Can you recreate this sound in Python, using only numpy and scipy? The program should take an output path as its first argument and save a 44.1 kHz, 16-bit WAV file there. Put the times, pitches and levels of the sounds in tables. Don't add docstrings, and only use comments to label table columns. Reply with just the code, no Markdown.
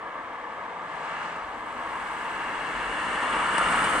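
import sys
import numpy as np
from scipy import signal
from scipy.fft import rfft, irfft
from scipy.io import wavfile
from scipy.ndimage import uniform_filter1d, map_coordinates

SR = 44100
rng = np.random.default_rng(int(sys.argv[2]) if len(sys.argv) > 2 else 0)


def dump_mix(stems):
    frames = np.atleast_2d(stems).T
    limited = np.clip(frames, -1, 1)
    pcm = np.round(limited * 32767).astype(np.int16)
    wavfile.write(sys.argv[1], SR, pcm)


N = 176400

# time_s, gain_db
ROAR_GAIN = [(0, -38), (.5, -37.5), (.85, -37), (1.11, -33.5), (1.27, -34.5), (1.45, -36.5), (1.62, -37),
             (1.88, -34), (2.3, -33.5), (2.6, -32.5), (2.85, -32), (3.15, -29.5), (3.35, -27.5),
             (3.53, -28), (3.59, -26.5), (3.75, -26.3), (3.86, -26), (4, -27.5)]
# time_s, nearness (0 far and screened, 1 close)
PATH_NEARNESS = [(0, 0.068), (.75, 0.11), (1.05, 0.43), (1.25, 0.74), (1.42, 0.28), (1.65, 0.27),
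                 (2.0, 0.46), (2.5, 0.84), (3.0, 0.95), (3.3, 0.87), (3.6, 1), (4, 0.78)]
# frequency_hz, gain_db
FAR_SPECTRUM = [(150, -30), (380, -18.5), (500, -2.5), (590, -8.5), (700, -2), (800, -6), (930, 1.5),
                (1030, -0.5), (1170, 3), (1450, -11.5), (1700, -2), (1930, -12.5), (2100, -7.5),
                (2450, -18.5), (2950, -20), (3350, -22.5), (3600, -26), (4400, -34.5), (6000, -40.5),
                (9000, -47), (11000, -82)]
# frequency_hz, gain_db
NEAR_SPECTRUM = [(150, -25), (380, -14), (480, -11.5), (570, -10.5), (740, -8), (930, 0), (1080, -2.5),
                 (1280, -1.5), (1500, -4), (1770, -0.5), (1980, -8), (2210, -6), (2500, -17), (2760, -5.5),
                 (2980, -10.5), (3200, -20.5), (3420, -15.5), (3700, -30), (3950, -23), (5000, -36),
                 (6500, -34.5), (9000, -33.5), (11000, -78)]
# time_s, frequency_ratio
RESONANCE_SHIFT = [(0, 0.991), (2.6, 0.985), (3.1, 1.004), (3.501, 1.014), (3.75, 1.033), (4, 1.048)]
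# time_s, level_db, centre_hz
TREAD_BAND = [(.95, -50, 1179), (1.22, -39.5, 1292), (1.5, -50.5, 1142), (1.9, -41.5, 1070),
              (2.3, -45, 1081), (2.8, -53, 1120), (3.3, -35.5, 1162), (3.6, -26.5, 1240), (3.82, -29, 1342),
              (4, -30.5, 1380)]
# time_s, level_db
RUMBLE_LEVEL = [(0, -63), (1.1, -61.5), (2.1, -49), (3.1, -54)]
# frequency_hz, gain_db
RUMBLE_SPECTRUM = [(200, -25), (330, 5.5), (385, -8), (470, 0), (570, 8.5), (680, -1), (790, 11.5),
                   (1200, -28)]

# start_s, impact_db, splash_db
BUMPS = [(1.424, -21, -70), (3.419, -14, -52), (3.5822, -7.5, -28), (3.612, -10.5, -46), (3.622, -12, -48),
         (3.724, -15, -35), (3.821, -11, -44), (3.843, -11, -31)]
# frequency_hz, gain_db, t60_s
TREAD_MODES = [(1000, -3, .004), (1400, -2, .003)]
# frequency_hz, gain_db
SPLASH_SPECTRUM = [(1500, -19), (3000, -13), (5000, -5), (7000, -11), (8900, 7), (9800, -5), (12000, -48)]
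# time_s, gain_db
SPRAY_GAIN = [(0, -72), (.7, -71), (1.05, -63), (1.27, -66), (1.42, -68), (1.65, -64), (2.12, -56.5),
              (2.45, -59), (2.8, -57.5), (3.0, -52.5), (3.45, -48.5), (3.66, -44), (3.74, -44),
              (3.88, -43.5), (4, -40.5)]
# frequency_hz, gain_db
SPRAY_SPECTRUM = [(4000, -14.5), (6000, -7.5), (7200, -2.5), (8000, 4.5), (9000, 5.5), (9600, -12.5),
                  (10400, -40), (11500, -44), (14000, -39)]
# time_s, level_db
RASP_LEVEL = [(0, -71), (.8, -65.5), (1.07, -56.5), (1.17, -58.5), (1.25, -53), (1.36, -59), (1.6, -64),
              (2.0, -59), (2.9, -54.5), (3.4, -52.5), (3.75, -46.5), (4, -49)]
# frequency_hz, gain_db
RASP_SPECTRUM = [(1500, -20), (2500, -4), (2850, 5.5), (3250, -11), (3480, 2), (3750, 2), (4020, 2),
                 (4400, -0.5), (4750, -1), (5500, -6.5), (8000, -5), (10500, -50)]
# time_s, level_db
MIST_LEVEL = [(2.2, -92), (2.899, -63), (3.3, -59), (3.6, -51.5), (4, -45.5)]
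# frequency_hz, gain_db
MIST_SPECTRUM = [(6000, -32), (8500, 6), (9600, 6.5), (10600, -9.5), (12000, -18), (14000, -15)]

# time_s, level_db
DRONE_LEVEL = [(0, -51), (1.0, -50.5), (2.1, -47.5), (2.9, -43.5), (3.45, -41), (4, -36)]
# frequency_hz, gain_db
DRONE_SPECTRUM = [(40, -31), (75, -9), (110, -7.5), (140, -8), (170, -4.5), (212, -3.5), (240, 1), (290, 0),
                  (330, 0.5), (385, -7), (460, -1), (560, -4.5), (680, -1), (1200, -67)]
# time_s, level_db
BOOM_LEVEL = [(0, -67), (.7, -71), (1.35, -68), (1.45, -59.5), (1.698, -62.5), (2.548, -58.5), (2.9, -54),
              (3.251, -56), (3.7, -50.5), (4, -49)]
# frequency_hz, gain_db
BOOM_SPECTRUM = [(12, -30), (25, -12), (43, -1.5), (52, -7), (62, -5.5), (78, -16), (140, -23), (300, -73)]
# time_s, pitch_hz, level_db
ENGINE_HUM = [(.55, 178, -74), (.75, 172.5, -56), (1.25, 160, -53), (1.45, 170.1, -73), (1.8, 180, -61),
              (2.7, 184.5, -59), (3.4, 180.2, -58), (3.7, 173.6, -46), (4, 168, -47)]
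# time_s, pitch_hz, level_db
LOW_NOTE = [(1.3, 45, -80), (1.5, 44.9, -70), (2.5, 45, -66), (2.85, 45.06, -61.5), (4, 44.3, -50)]

# time_s, delay_ms
REFLECTION_DELAY = [(2.7, 2.045), (3.2, 2.02), (3.6, 1.96), (4, 1.88)]
# time_s, left_over_right_db, right_delay_ms
DIRECTION = [(0, 0.6, 0), (2.4, 0.5, 0.007), (3.2, 0.3, 0.041), (3.7, 0, 0.026), (4, 0.5, 0.014)]
# frequency_hz, left_over_right_db
PAIR_BALANCE = [(100, 4), (300, 4), (550, 2.5), (1000, 2), (1350, 0.5), (1520, -5.5), (1780, 1.5),
                (2000, -0.5), (2350, 2), (2620, 9), (3100, 4), (3800, -0.5), (5200, -1.5), (6600, 5.5),
                (9000, -2), (13000, -0.5)]
# frequency_hz, coherence (0 to 1)
PAIR_COHERENCE = [(100, .993), (600, .975), (1000, .93), (1300, .9), (1500, .66), (1780, .8), (2000, .55),
                  (2250, .72), (2520, .45), (2850, .86), (3600, .62), (6500, .35), (8000, .6), (9200, .88)]
# frequency_hz, left_lead_rad
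PAIR_PHASE = [(100, 0.25), (600, -0.25), (1100, -0.62), (1400, -1.14), (1620, -0.51), (1900, -1.44),
              (2150, 1), (2600, -0.87), (4500, -1.43), (7000, -1.62)]


def tyre_roar(trim_db=1.38, flicker_db=.5):
    hz, frame_s, noise = signal.stft(at_microphones(rng.standard_normal(N)), SR, nperseg=1024)
    near = np.interp(frame_s, *np.transpose(PATH_NEARNESS))
    unshifted_hz = hz[:, None] / np.interp(frame_s, *np.transpose(RESONANCE_SHIFT))
    colour_db = (1 - near) * at_hz(FAR_SPECTRUM, unshifted_hz) + near * at_hz(NEAR_SPECTRUM, unshifted_hz)
    flicker = uniform_filter1d(rng.standard_normal(noise.shape), size=6, axis=0)
    flicker = rms_one(uniform_filter1d(flicker, size=5, axis=1))
    _, roar = signal.istft(noise * from_db(colour_db + flicker_db * flicker), SR)
    return rms_one(roar[:, :N]) * from_db(in_time(ROAR_GAIN)[0] + trim_db)


def tread_song():
    level_db, centre_hz = in_time(TREAD_BAND)
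    song = band_pass(narrow_band(centre_hz, spread_hz=180), low_hz=800, high_hz=1700)
    return at_microphones(rms_one(song)) * from_db(level_db)


def slaps():
    start_s, impact_db, _ = np.transpose(BUMPS)
    impacts = np.zeros(N)
    impacts[(start_s * SR).astype(int)] = from_db(impact_db)
    ringing = np.zeros(N)
    for hz, gain_db, t60_s in TREAD_MODES:
        radius, angle = from_db(-60 / (t60_s * SR)), 2 * np.pi * hz / SR
        feedback = [1, -2 * radius * np.cos(angle), radius ** 2]
        ringing += from_db(gain_db) * signal.lfilter([0, np.sin(angle)], feedback, impacts + 1e-18)
    return band_pass(ringing, low_hz=610, high_hz=1950)


def splashes(trim_db=-3.5, rise_s=.0031, decay_s=.0068):
    t = np.arange(N) / SR
    envelope = np.zeros(N)
    for peak_s, _, splash_db in BUMPS:
        time_constants = np.maximum((peak_s - t) / rise_s, (t - peak_s) / decay_s)
        envelope += from_db(splash_db + trim_db) * np.exp(-np.minimum(time_constants, 20))
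    return envelope * coloured(at_microphones(rng.standard_normal(N)), SPLASH_SPECTRUM)


def spray(trim_db=-1, drops_per_s=7900, spread_db=13, drops_db=-7.5):
    sizes = from_db(spread_db * np.minimum(rng.exponential(1, N), 5)) * rng.choice([-1, 1], N)
    drops = from_db(drops_db) * rms_one(sizes * (rng.random(N) < drops_per_s / SR))
    hiss = coloured(at_microphones(rng.standard_normal(N) + drops), SPRAY_SPECTRUM)
    flicker_db = .25 * drift(39)
    return hiss * from_db(in_time(SPRAY_GAIN)[0] + trim_db + flicker_db)


def mist(flicker_db=2.5):
    return shaped_noise(MIST_SPECTRUM, MIST_LEVEL) * from_db(flicker_db * drift(25))


def engine(firing_hz=60.05, wander=.02, jitter_db=11.5, firing_db=-8):
    cycles = np.cumsum(firing_hz * (1 + wander * drift(1.5))) / SR
    pulses = np.diff(np.floor(cycles), prepend=0) * from_db(jitter_db * rng.uniform(-.44, 1, N))
    firing = coloured(at_microphones(pulses), DRONE_SPECTRUM)
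    firing *= from_db(in_time(DRONE_LEVEL)[0] + firing_db)
    hum_hz, hum_db = in_time(ENGINE_HUM)
    hum = at_microphones(narrow_band(hum_hz, spread_hz=18)) * from_db(hum_db)
    note_hz, note_db = in_time(LOW_NOTE)
    note_phase = 2 * np.pi * np.cumsum(note_hz) / SR
    note = at_microphones(rms_one(np.sin(note_phase))) * from_db(note_db)
    drone = shaped_noise(DRONE_SPECTRUM, DRONE_LEVEL)
    boom = shaped_noise(BOOM_SPECTRUM, BOOM_LEVEL)
    return firing + hum + note + drone + boom


def with_reflection(pair, strength=.42, above_hz=4000):
    delay_ms, = in_time(REFLECTION_DELAY)
    treble = signal.sosfiltfilt(signal.butter(4, above_hz, "high", fs=SR, output="sos"), pair)
    return pair - strength * np.array([delayed(side, delay_ms) for side in treble])


def at_microphones(x):
    hz, sides = np.fft.rfftfreq(N, 1 / SR), np.array([[1], [-1]])
    coherence = at_hz(PAIR_COHERENCE, hz)
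    direct = rfft(x)
    scatter = direct * np.exp(2j * np.pi * rng.random(len(hz)))
    pair = np.sqrt((1 + coherence) / 2) * direct + sides * np.sqrt((1 - coherence) / 2) * scatter
    balance = from_db(sides * at_hz(PAIR_BALANCE, hz) / 2)
    balance /= np.sqrt(np.mean(balance ** 2, axis=0))
    phase_shift = np.exp(.5j * sides * at_hz(PAIR_PHASE, hz))
    return irfft(pair * balance * phase_shift, N)


def shaped_noise(spectrum, level):
    return coloured(at_microphones(rng.standard_normal(N)), spectrum) * from_db(in_time(level)[0])


def narrow_band(centre_hz, spread_hz):
    phase = 2 * np.pi * np.cumsum(centre_hz) / SR
    return drift(spread_hz) * np.cos(phase) + drift(spread_hz) * np.sin(phase)


def drift(corner_hz):
    hop, settling = 40, 2000
    pole = np.exp(-2 * np.pi * corner_hz * hop / SR)
    noise = rng.standard_normal(N // hop + settling + 2)
    slow = signal.lfilter([1], [1, -2 * pole, pole ** 2], noise)[settling:]
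    return np.interp(np.arange(N) / hop, np.arange(len(slow)), rms_one(slow))


def coloured(x, spectrum):
    gain = from_db(at_hz(spectrum, np.fft.rfftfreq(N, 1 / SR)))
    return rms_one(irfft(rfft(x) * gain, N))


def band_pass(x, low_hz, high_hz):
    return signal.sosfilt(signal.butter(2, [low_hz, high_hz], "band", fs=SR, output="sos"), x)


def delayed(x, delay_ms):
    return map_coordinates(x, [np.arange(N) - delay_ms * SR / 1000], order=3, mode="nearest")


def in_time(rows):
    time_s, *columns = np.transpose(rows)
    return [np.interp(np.arange(N) / SR, time_s, column) for column in columns]


def at_hz(rows, hz):
    frequency_hz, values = np.transpose(rows)
    return np.interp(np.log(hz + 1e-9), np.log(frequency_hz), values)


def from_db(db):
    return 10 ** (np.asarray(db) / 20)


def rms_one(x):
    return x / np.sqrt(np.mean(x ** 2) + 1e-20)


def scene():
    water = mist() + shaped_noise(RASP_SPECTRUM, RASP_LEVEL) + spray()
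    rolling = tyre_roar() + tread_song() + shaped_noise(RUMBLE_SPECTRUM, RUMBLE_LEVEL)
    left, right = with_reflection(rolling + water + engine() + slaps() + splashes())
    balance_db, lag_ms = in_time(DIRECTION)
    return np.array([left * from_db(balance_db / 2), delayed(right, lag_ms) * from_db(-balance_db / 2)])


def record(dry):
    stopband_hz, rejection_db = 14900, 70
    return signal.sosfilt(signal.cheby2(16, rejection_db, stopband_hz, fs=SR, output="sos"), dry)


dry = scene()
out = record(dry)
dump_mix(out)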